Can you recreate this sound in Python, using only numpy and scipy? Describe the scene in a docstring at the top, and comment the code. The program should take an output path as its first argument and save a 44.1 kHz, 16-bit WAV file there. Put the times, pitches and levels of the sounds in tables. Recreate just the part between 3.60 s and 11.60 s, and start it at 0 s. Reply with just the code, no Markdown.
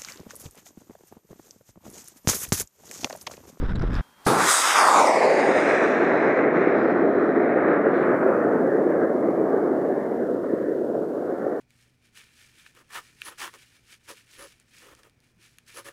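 """Wind overloads a small camera while a hand bumps it and fabric beside it rubs, scrapes and snaps (shaped noise).
Then the scene cuts to a quiet desert launch pad: faint air noise, a thin whine and faint recorder hiss.
A solid rocket motor spits, thumps and lights with a whoosh, hisses off the rail and climbs away.
Its roar (turbulent noise) sinks in pitch, its ground echo sweeps a notch downwards, the growing depth
of air takes the treble, and gusts make bands of the far roar surge; single shocks pop through it."""
import sys
import numpy as np
from scipy import signal
from scipy.fft import rfft, irfft, next_fast_len
from scipy.io import wavfile
from scipy.ndimage import uniform_filter1d, map_coordinates

SR = 44100
rng = np.random.default_rng(int(sys.argv[2]) if len(sys.argv) > 2 else 0)


def transcribe(signal):
    """Save signal, clipped to [-1, 1], as a 16-bit WAV file at the path in sys.argv[1]."""
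    frames = np.atleast_2d(signal).T
    limited = np.clip(frames, -1, 1)
    pcm = np.round(limited * 32767).astype(np.int16)
    wavfile.write(sys.argv[1], SR, pcm)


N = 352800
TIME = np.arange(N) / SR  # s
CUT_S, IGNITION_S = .413, .663

# microphone's weak bass: f/Hz, gain/dB
BASS_CUT = [(20, -38.5), (45, -28.5), (85, -19), (140, -7), (200, -2), (280, -0.5), (400, 0)]
# nozzle hiss spectrum: f/Hz, relative level/dB
HISS_TONE = [(1800, -45), (2500, -10), (3050, -8.5), (3600, -2.5), (4150, -2), (4600, -1), (5400, -3.5),
             (6500, -2.5), (8000, -2), (9500, -4), (11000, -10), (12500, -14.5), (15000, -20)]

# the jet's loudest pitch sinks as its tail turns to the ground
PAD_HZ, ALOFT_HZ, TURN_HALFWAY_S, TURN_SHARPNESS = 1320, 410.7, 0.82, 5.6
# climb up the sky: time from ignition to halfway, sharpness
HALFWAY_S, SWING = .79, 3.2


def amp(db):
    """Decibels to gain."""
    return 10 ** (np.asarray(db) / 20)


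def unit(x):
    """x at rms 1."""
    return x / np.sqrt(np.mean(x ** 2) + 1e-20)


def along(points, hz):
    """(f/Hz, value) points read on a log frequency axis."""
    f, v = np.transpose(points)
    return np.interp(np.log(hz + 1e-6), np.log(f), v)


def curves(rows, t=TIME):
    """Each column after the time, read at times t."""
    s, *cols = np.transpose(rows)
    return [np.interp(t, s, c) for c in cols]


def wobble(rate):
    """Smooth random curve, rate knots per second."""
    knots = rng.standard_normal(int(N * rate / SR) + 4)
    return map_coordinates(knots, [TIME * rate])


def filtered(x, response):
    """x times a response of frequency."""
    m = next_fast_len(N + SR // 2)
    hz = np.fft.rfftfreq(m, 1 / SR)
    return irfft(rfft(x, m) * response(hz), m)[:N]


def noise(tone):
    """Coloured noise of rms 1."""
    return unit(filtered(rng.standard_normal(N), lambda hz: amp(along(tone, hz))))


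def after(start_s, rise_s):
    """Gate opening linearly from start_s over rise_s."""
    return np.clip((TIME - start_s) / rise_s, 0, 1)


def swell(s, half_s, t=TIME):
    """Gaussian bump of height 1 at s."""
    return np.exp(-np.minimum(((t - s) / half_s) ** 2, 50))


def burst(s, db, t60_s):
    """Gain of a 1 ms rise to s and an exponential decay."""
    return amp(db - 60 * np.clip((TIME - s) / t60_s, 0, 3)) * after(s - .001, .001)


def handling(wind_db=-18, ceiling_db=-20.5):
    """Wind and hand bumps saturate softly at the microphone's ceiling; fabric rubs, scrapes and snaps."""
    # noise spectra: f/Hz, relative level/dB
    wind_tone = [(10, -7.5), (25, 0), (50, -5), (100, -12.5), (200, -18), (400, -31), (800, -44),
                 (2000, -87)]
    bump_tone = [(60, -8), (200, 5), (450, 2), (900, -25), (2000, -52.5), (4000, -100)]
    cloth_tone = [(300, -7), (800, 2.5), (1500, 6.5), (2200, -6), (2900, -12.5), (3700, -9), (4300, -22),
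                  (5100, -16), (6200, -29), (9000, -35), (15000, -45)]
    # snap spectrum: f/pitch, relative level/dB
    snap_tone = [(.1, 2), (.35, 2), (.6, -14), (1, 0), (1.3, -22), (2.5, -35)]
    # fabric snaps: t/s, level/dB, pitch/Hz, t60/s
    snap_rows = [(0.156, -38.5, 3900, .06), (.156, -47.5, 7500, .03), (.195, -44, 5200, .03),
                 (.222, -37, 5300, .015), (.342, -41, 7400, .02), (.352, -34, 5140, 0.037)]
    # hand bumps: t/s, level before saturation/dB
    bump_rows = [(0.028, -18), (0.231, -12), (.279, -20.5), (.327, -25.5)]
    # overloads that choke the fabric sounds: start/s, end/s, loss/dB
    overloads = [(.125, 0.132, 14), (0.135, 0.151, 11), (0.169, 0.175, 26), (.179, 0.181, 24),
                 (0.188, .194, 28), (0.203, 0.211, 31), (0.289, 0.293, 15), (0.31, 0.315, 15),
                 (0.347, .351, 17)]
    # firmer rubs: t/s, half length/s, boost/dB
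    firm_rubs = [(.225, 0.022, 1.8), (.36, 0.043, 4.5), (.402, .008, 4)]
    cloth_db, bump_t60_s = -42.5, .07

    bumps = sum(burst(s, db, bump_t60_s) for s, db in bump_rows) * noise(bump_tone)
    drive = (amp(wind_db) * noise(wind_tone) + bumps) / amp(ceiling_db)
    saturated = amp(ceiling_db) * drive / (1 + drive ** 4) ** (1 / 4)

    catching_db = 1.8 * wobble(70) + 2 * wobble(400)
    firm_db = sum(db * swell(s, half_s) for s, half_s, db in firm_rubs)
    rub = amp(cloth_db + firm_db + catching_db) * noise(cloth_tone)
    snaps = sum(burst(s, db, t60_s) * noise(np.multiply(snap_tone, [hz, 1]))
                for s, db, hz, t60_s in snap_rows)
    choke_db = sum(db * (after(start, .001) - after(end, .001)) for start, end, db in overloads)
    fabric = (rub + snaps + scrapes()) * amp(-choke_db)
    return (saturated + fabric) * (1 - after(CUT_S - .003, .004))


def scrapes():
    """Short strokes of friction noise excite the stiff fabric's resonances."""
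    # t/s, half length/s, level/dB
    strokes = [(0.333, .004, -38), (0.345, 0.0033, -35), (0.364, 0.0069, -37), (.384, 0.011, -44)]
    # resonances: f/Hz, width/Hz, gain/dB
    resonances = [(1266, 230, 1.5), (1746, 220, -1), (2500, 250, -11), (3770, 300, -12.5), (5000, 400, -16)]

    def response(f):
        total = 0
        for k, (hz, width_hz, db) in enumerate(resonances):
            damping = 1j * f * width_hz
            total = total + (-1) ** k * amp(db) * damping / (hz * hz - f * f + damping)
        return total

    friction = unit(filtered(rng.standard_normal(N), response))
    return friction * sum(amp(db) * swell(s, half_s) for s, half_s, db in strokes)


def background(whine_hz=3219):
    """Still desert air (noise), a thin electronic whine (wavering sine) and faint recorder hiss."""
    # noise spectra: f/Hz, relative level/dB
    pad_tone = [(24, -32.5), (40, -17.5), (110, -11), (230, -5), (510, -12), (870, -4), (1500, -7),
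                (2400, -17), (4000, -19), (15000, -25)]
    floor_tone = [(500, 10), (3000, 3), (5000, 0.5), (8000, -1.5), (15000, -3.5)]
    # level of the faint hiss, which dips around 2-3 s and later rises: t/s, level/dB
    floor_level = [(.5, -68.5), (2.0, -74.5), (2.8, -74), (3.5, -67), (4.2, -67), (4.6, -61), (8, -61)]

    lull_db = np.interp(TIME, [.43, .55, .62], [-57, -59.5, -54])
    air = amp(lull_db + wobble(14)) * noise(pad_tone) * (1 - after(.8, .15))
    phase = 2 * np.pi * whine_hz * TIME + .2 * wobble(30)
    whine = amp(-66 + wobble(12)) * np.sin(phase) * (1 - after(2.5, 2.5))
    hiss = amp(curves(floor_level)[0] + .7 * wobble(120)) * noise(floor_tone)
    return (air + whine + hiss) * after(CUT_S, 0.00097)


def ignition(flare_db=-28, flare_t60_s=0.56):
    """The igniter spits; first gas flares at the nozzle and strikes the pad: thump and low whoosh."""
    # noise spectra: f/Hz, relative level/dB
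    blast_tone = [(20, -37), (60, -18), (170, 1.5), (300, 3), (450, 4), (620, -3), (850, 0.5),
                  (1250, -16.5), (1600, -9.5), (2200, -41), (3500, -71.5)]
    flare_tone = [(1500, -38.5), (2600, -8), (3600, 1), (5000, -2.5), (6600, -8.5), (8200, -3), (10600, 0),
                  (12500, -11.5), (15000, -17)]
    whoosh_db, whoosh_t60_s = -16.5, 1.01
    # the low whoosh stops abruptly, perhaps a wind filter in the camera
    whoosh_end_s, whoosh_end_over_s = 0.875, .07
    thump_db, thump_hz, thump_t60_s = -17, 95, .035

    age_s = np.maximum(TIME - IGNITION_S, 0)
    spit = amp(-38) * after(.647, .016) * (1 - after(IGNITION_S, .02)) * noise(HISS_TONE)
    whoosh = amp(whoosh_db - 60 * age_s / whoosh_t60_s) * noise(blast_tone)
    whoosh *= 1 - after(whoosh_end_s, whoosh_end_over_s)
    flare = amp(flare_db - 60 * age_s / flare_t60_s) * noise(flare_tone)
    thump = burst(IGNITION_S, thump_db, thump_t60_s) * np.sin(2 * np.pi * thump_hz * age_s)
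    return (whoosh + flare) * after(IGNITION_S, .007) + spit + thump


def exhaust():
    """Large eddies roar, smaller ones rasp, the finest hiss at the nozzle."""
    # jet spectrum aloft: f/loudest pitch, relative level/dB
    jet = [(.04, -21.5), (.12, -22.5), (.26, -13.5), (.4, -9.5), (.55, -5.5), (.72, -1), (1, 0),
           (1.25, -1.5), (1.6, -2.5), (2.3, -11), (3.5, -31.5), (6, -58.5), (12, -80.5)]
    # abrupt upper end of the roar: f/Hz, gain/dB
    roar_top = [(1350, 2), (1750, -2), (2300, -2.5), (3500, -12)]
    # rasp spectrum: f/Hz, relative level/dB
    rasp_tone = [(500, -50), (850, -9), (1150, 0), (1450, -2), (1800, -2.5), (2100, -7), (2500, -12),
                 (3000, -22), (4000, -49), (6000, -94.5)]
    # swells and ebbs: t/s, half length/s, roar/dB, rasp/dB, hiss/dB
    level_swells = [(0.967, 0.032, -2.5, -6, -2.5), (1.206, 0.063, 4, -3, 1.5),
                    (1.368, 0.13, 5.5, -2.5, 2.5), (1.67, 0.19, 2, 1.5, 1.5), (2.157, 0.19, -0.5, 1.5, 3.5),
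                    (2.892, 0.051, -0.5, -1, -9), (3.47, 0.1, 0.5, -2.5, -4.5), (4.083, 0.19, 1, 4.5, -3),
                    (4.12, .05, 0, 1, 4), (4.38, .06, -1.5, -0.5, 3.5), (4.564, 0.29, 0, 6, 3),
                    (5.286, 0.11, 0.5, 2, 0), (5.985, 0.22, 1, -0.5, 0), (7.38, 0.1, 0.5, -1, 0),
                    (7.95, 0.31, 0, 5.5, 0)]
    pad_tightness = 0.11  # extra flank steepness of the jet band at PAD_HZ, share
    roar_dull_hz, hiss_dull_hz = 580, 3800  # air loss starts here
    hiss_end_s = 4.48

    def roar_colour_db(hz, peak_hz, air):
        tightness = 1 + pad_tightness * (peak_hz - ALOFT_HZ) / (PAD_HZ - ALOFT_HZ)
        loss_db = air * np.maximum(hz - roar_dull_hz, 0)
        return tightness * along(jet, hz / peak_hz) + along(roar_top, hz) - loss_db

    def rasp_colour_db(hz, peak_hz, air):
        return along(rasp_tone, hz) - air * hz

    def hiss_colour_db(hz, peak_hz, air):
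        return along(HISS_TONE, hz) - air * np.maximum(hz - hiss_dull_hz, 0)

    large = eddies(shock_rate=160, shock_db=-11)
    small = eddies(shock_rate=260, shock_db=-6.5)
    fine = eddies(shock_rate=520, shock_db=-8.5)
    roar = from_sky(large, roar_colour_db, echo=.88, patchy_db=3)
    rasp = from_sky(small, rasp_colour_db, echo=.92, patchy_db=4)
    hiss = from_sky(fine, hiss_colour_db, echo=.6, patchy_db=5)

    roar_swell_db, rasp_swell_db, hiss_swell_db = sum(
        np.outer(dbs, swell(s, half_s)) for s, half_s, *dbs in level_swells)
    roar_db = plume_level(aloft_db=-19.5, pad_db=3, hold_s=4.1, fade_db_per_s=2.5)
    rasp_db = plume_level(aloft_db=-26.5, pad_db=6.5, hold_s=2.04, fade_db_per_s=4.5)
    hiss_flutter_db = 0.88 * rising(HALFWAY_S, SWING) * wobble(11)
    roar *= amp(roar_db + roar_swell_db + 0.18 * wobble(2.3))
    rasp *= amp(rasp_db + rasp_swell_db + 0.51 * wobble(12))
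    hiss *= amp(nozzle_level() + hiss_swell_db + hiss_flutter_db) * (1 - after(hiss_end_s, .1))
    sputter = amp(0.75 * wobble(35))  # the grain burns unevenly
    return (roar + rasp + hiss) * sputter * after(IGNITION_S, 0.0051)


def eddies(shock_rate, shock_db):
    """White turbulence plus small shocks of random size, shock_rate per second."""
    clicks = (rng.random(N) < shock_rate / SR) * rng.rayleigh(size=N)
    return unit(rng.standard_normal(N) + amp(shock_db) * unit(clicks - clicks.mean()))


def from_sky(source, colour_db, echo, patchy_db):
    """Moving colour, ground-echo comb, air shimmer and band swells applied to a white source by STFT."""
    # ground echo: t/s, lag/ms, share of full echo
    ground_echo = [(.7, .08, .2), (1.0, .12, .15), (1.17, .185, .3), (1.26, .238, .75), (1.4, .316, .95),
                   (1.48, .36, 1), (1.56, .388, .95), (1.75, .44, .68), (2.0, .472, .48), (3.0, .535, .38),
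                   (4.2, .59, .42), (7.0, .635, .6)]
    # narrow band coloured by the camera body, mostly dulled: t/s, f/Hz, loss/dB (negative lifts)
    body_rows = [(1.0, 4430, 5), (1.12, 4330, 11), (1.25, 3930, 15), (1.4, 4320, 3), (1.65, 4170, -8),
                 (1.9, 4450, 17), (2.3, 4540, 16.5), (3.0, 4700, 7)]
    # bands of the exhaust sound that swell or ebb: t/s, half length/s, f/Hz, gain/dB
    exhaust_bands = [(.74, .08, 2100, -6.5), (.96, .05, 8500, 6), (.97, .1, 13000, 1), (1.14, 0.1, 2900, 8),
                     (1.2, .06, 1300, 2.5), (1.33, 0.064, 1930, 2), (1.36, 0.065, 1150, 2.5),
                     (1.37, .06, 7000, 2), (1.41, 0.22, 2160, 6), (1.5, .15, 2920, -6),
                     (1.7, 0.16, 4700, -1.5), (1.95, 0.21, 1960, 2), (2.1, 0.23, 6300, -1),
                     (4.12, .05, 3800, 2), (4.38, .06, 3800, 3)]
    # bands focused or scattered by gusts; the deep dip near 800 Hz around 7 s deepens the ground echo's notch:
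    # t/s, half length/s, f/Hz, gain/dB
    gusts = [(4.98, 0.1, 970, 4.5), (4.88, 0.071, 2110, -5), (5.12, 0.04, 1690, 6), (5.26, 0.13, 1390, -5),
             (5.44, .06, 1690, 5), (5.7, 0.17, 1510, -8), (5.85, 0.45, 1120, 4.5), (6.04, 0.11, 1530, 3.5),
             (6.3, .12, 1330, -4.5), (6.38, 0.087, 970, 5), (6.42, .06, 2200, 6), (6.58, 0.082, 1220, -11),
             (6.64, 0.067, 1620, 7.5), (6.72, 0.087, 2050, -6), (6.92, .06, 1930, 4),
             (6.95, 0.37, 797, -13), (7.08, 0.071, 1700, 5.5), (7.17, 0.2, 1200, -11),
             (7.45, 0.19, 1900, -11), (7.62, 0.3, 1030, -1.5)]
    body_width_hz, sand_hz = 300, 13000  # rough sand mirrors less well towards sand_hz and above
    air_db_per_khz, air_halfway_s, air_sharpness = 16.5, 3.45, 1.67
    far_s, far_hz_per_s = 5.7, 29  # pitch creeps up again far away

    hz, t, z = signal.stft(source, SR, nperseg=1024, noverlap=768)
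    hz = hz[:, None]
    turn = np.interp(t, TIME, rising(TURN_HALFWAY_S, TURN_SHARPNESS))
    peak_hz = PAD_HZ + (ALOFT_HZ - PAD_HZ) * turn + far_hz_per_s * np.maximum(t - far_s, 0)
    depth = np.interp(t, TIME, rising(air_halfway_s, air_sharpness))
    air_db_per_hz = air_db_per_khz * depth / 1000

    lag_ms, share = curves(ground_echo, t)
    reflection = echo * share / (1 + (hz / sand_hz) ** 2)
    # sand shifts the phase by .06 cycle
    mirror = reflection * np.exp(-2j * np.pi * (hz * lag_ms / 1000 - .06))

    # uneven air scatters short waves most, more so over a long path
    field = rng.standard_normal(z.shape)
    for _ in range(2):
        field = uniform_filter1d(field, size=5, axis=0)
        field = uniform_filter1d(field, size=30, axis=1)
    shimmer_db = patchy_db * unit(field) * np.sqrt(t / t[-1]) * hz / (hz + 1200)

    body_hz, loss_db = curves(body_rows, t)
    body_loss_db = loss_db * np.exp(-((hz - body_hz) / body_width_hz) ** 2)
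    tone_db = colour_db(hz, peak_hz, air_db_per_hz) + shimmer_db - body_loss_db + along(BASS_CUT, hz)
    gain = abs(1 + mirror) * amp(tone_db)
    gain /= np.sqrt(np.mean(gain ** 2, axis=0))  # level per frame is set later
    gain *= amp(band_swells(exhaust_bands, 0.32, hz, t) + band_swells(gusts, 0.21, hz, t))
    return signal.istft(z * gain, SR, nperseg=1024, noverlap=768)[1][:N]


def rising(halfway_s, sharpness):
    """0 at ignition towards 1 far aloft, as an accelerating rocket climbs the sky."""
    height = (np.maximum(TIME - IGNITION_S, 0) / halfway_s) ** sharpness
    return height / (1 + height)


def band_swells(rows, octaves, hz, t):
    """Gain in dB of swells that each lift or lower one band for a while."""
    total_db = 0
    for s, half_s, centre_hz, db in rows:
        band = np.exp(-(np.log2((hz + 1) / centre_hz) / octaves) ** 2)
        total_db = total_db + db * swell(s, half_s, t) * band
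    return total_db


def plume_level(aloft_db, pad_db, hold_s, fade_db_per_s):
    """Level in dB: pad_db weaker on the pad, holds aloft, then fades into the distance."""
    on_pad = 1 - rising(HALFWAY_S, SWING)
    return aloft_db - pad_db * on_pad - fade_db_per_s * np.maximum(TIME - IGNITION_S - hold_s, 0)


def nozzle_level():
    """Level in dB: builds with chamber pressure, then drops with every doubling of distance."""
    full_db, start_loss_db, build_at_s, build_s = -21.5, 13.5, 0.772, 0.13
    off_rail_s, climb_s = 0.84, 0.35  # climb_s: time to climb as far as the pad is away
    db_per_doubling = 14
    distance = np.hypot(1, np.maximum(TIME - off_rail_s, 0) / climb_s)
    build_db = start_loss_db * (1 - after(build_at_s, build_s))
    return full_db - build_db - db_per_doubling * np.log2(distance)


def shocks():
    """Strong plume shocks, rounded by the air into dull pops: Gaussian-windowed cosines."""
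    # t/s, peak before bass cut/dB, f/Hz
    pops = [(.736, -15.5, 704), (3.074, -4, 368.5), (4.664, -5.5, 448), (5.185, -15, 473), (5.302, -9, 480),
            (5.8, -11, 490), (5.946, -10, 490), (6.305, -15.5, 523), (6.938, -6, 332), (7.356, -15, 444),
            (7.868, -11.5, 473)]
    out = np.zeros(N)
    for s, db, centre_hz in pops:
        cycles = (TIME - s) * centre_hz
        out -= amp(db) * np.cos(2 * np.pi * cycles) * np.exp(-(cycles / .72) ** 2)
    return filtered(out, lambda hz: amp(along(BASS_CUT, hz)))


def scene():
    """All sources at one microphone."""
    return (handling() + background() + ignition() + exhaust() + shocks())[None]


def record(dry):
    """The camera keeps nothing above its band limit."""
    top_hz = 15280
    return np.array([filtered(channel, lambda hz: hz < top_hz) for channel in dry])


dry = scene()
out = record(dry)
transcribe(out)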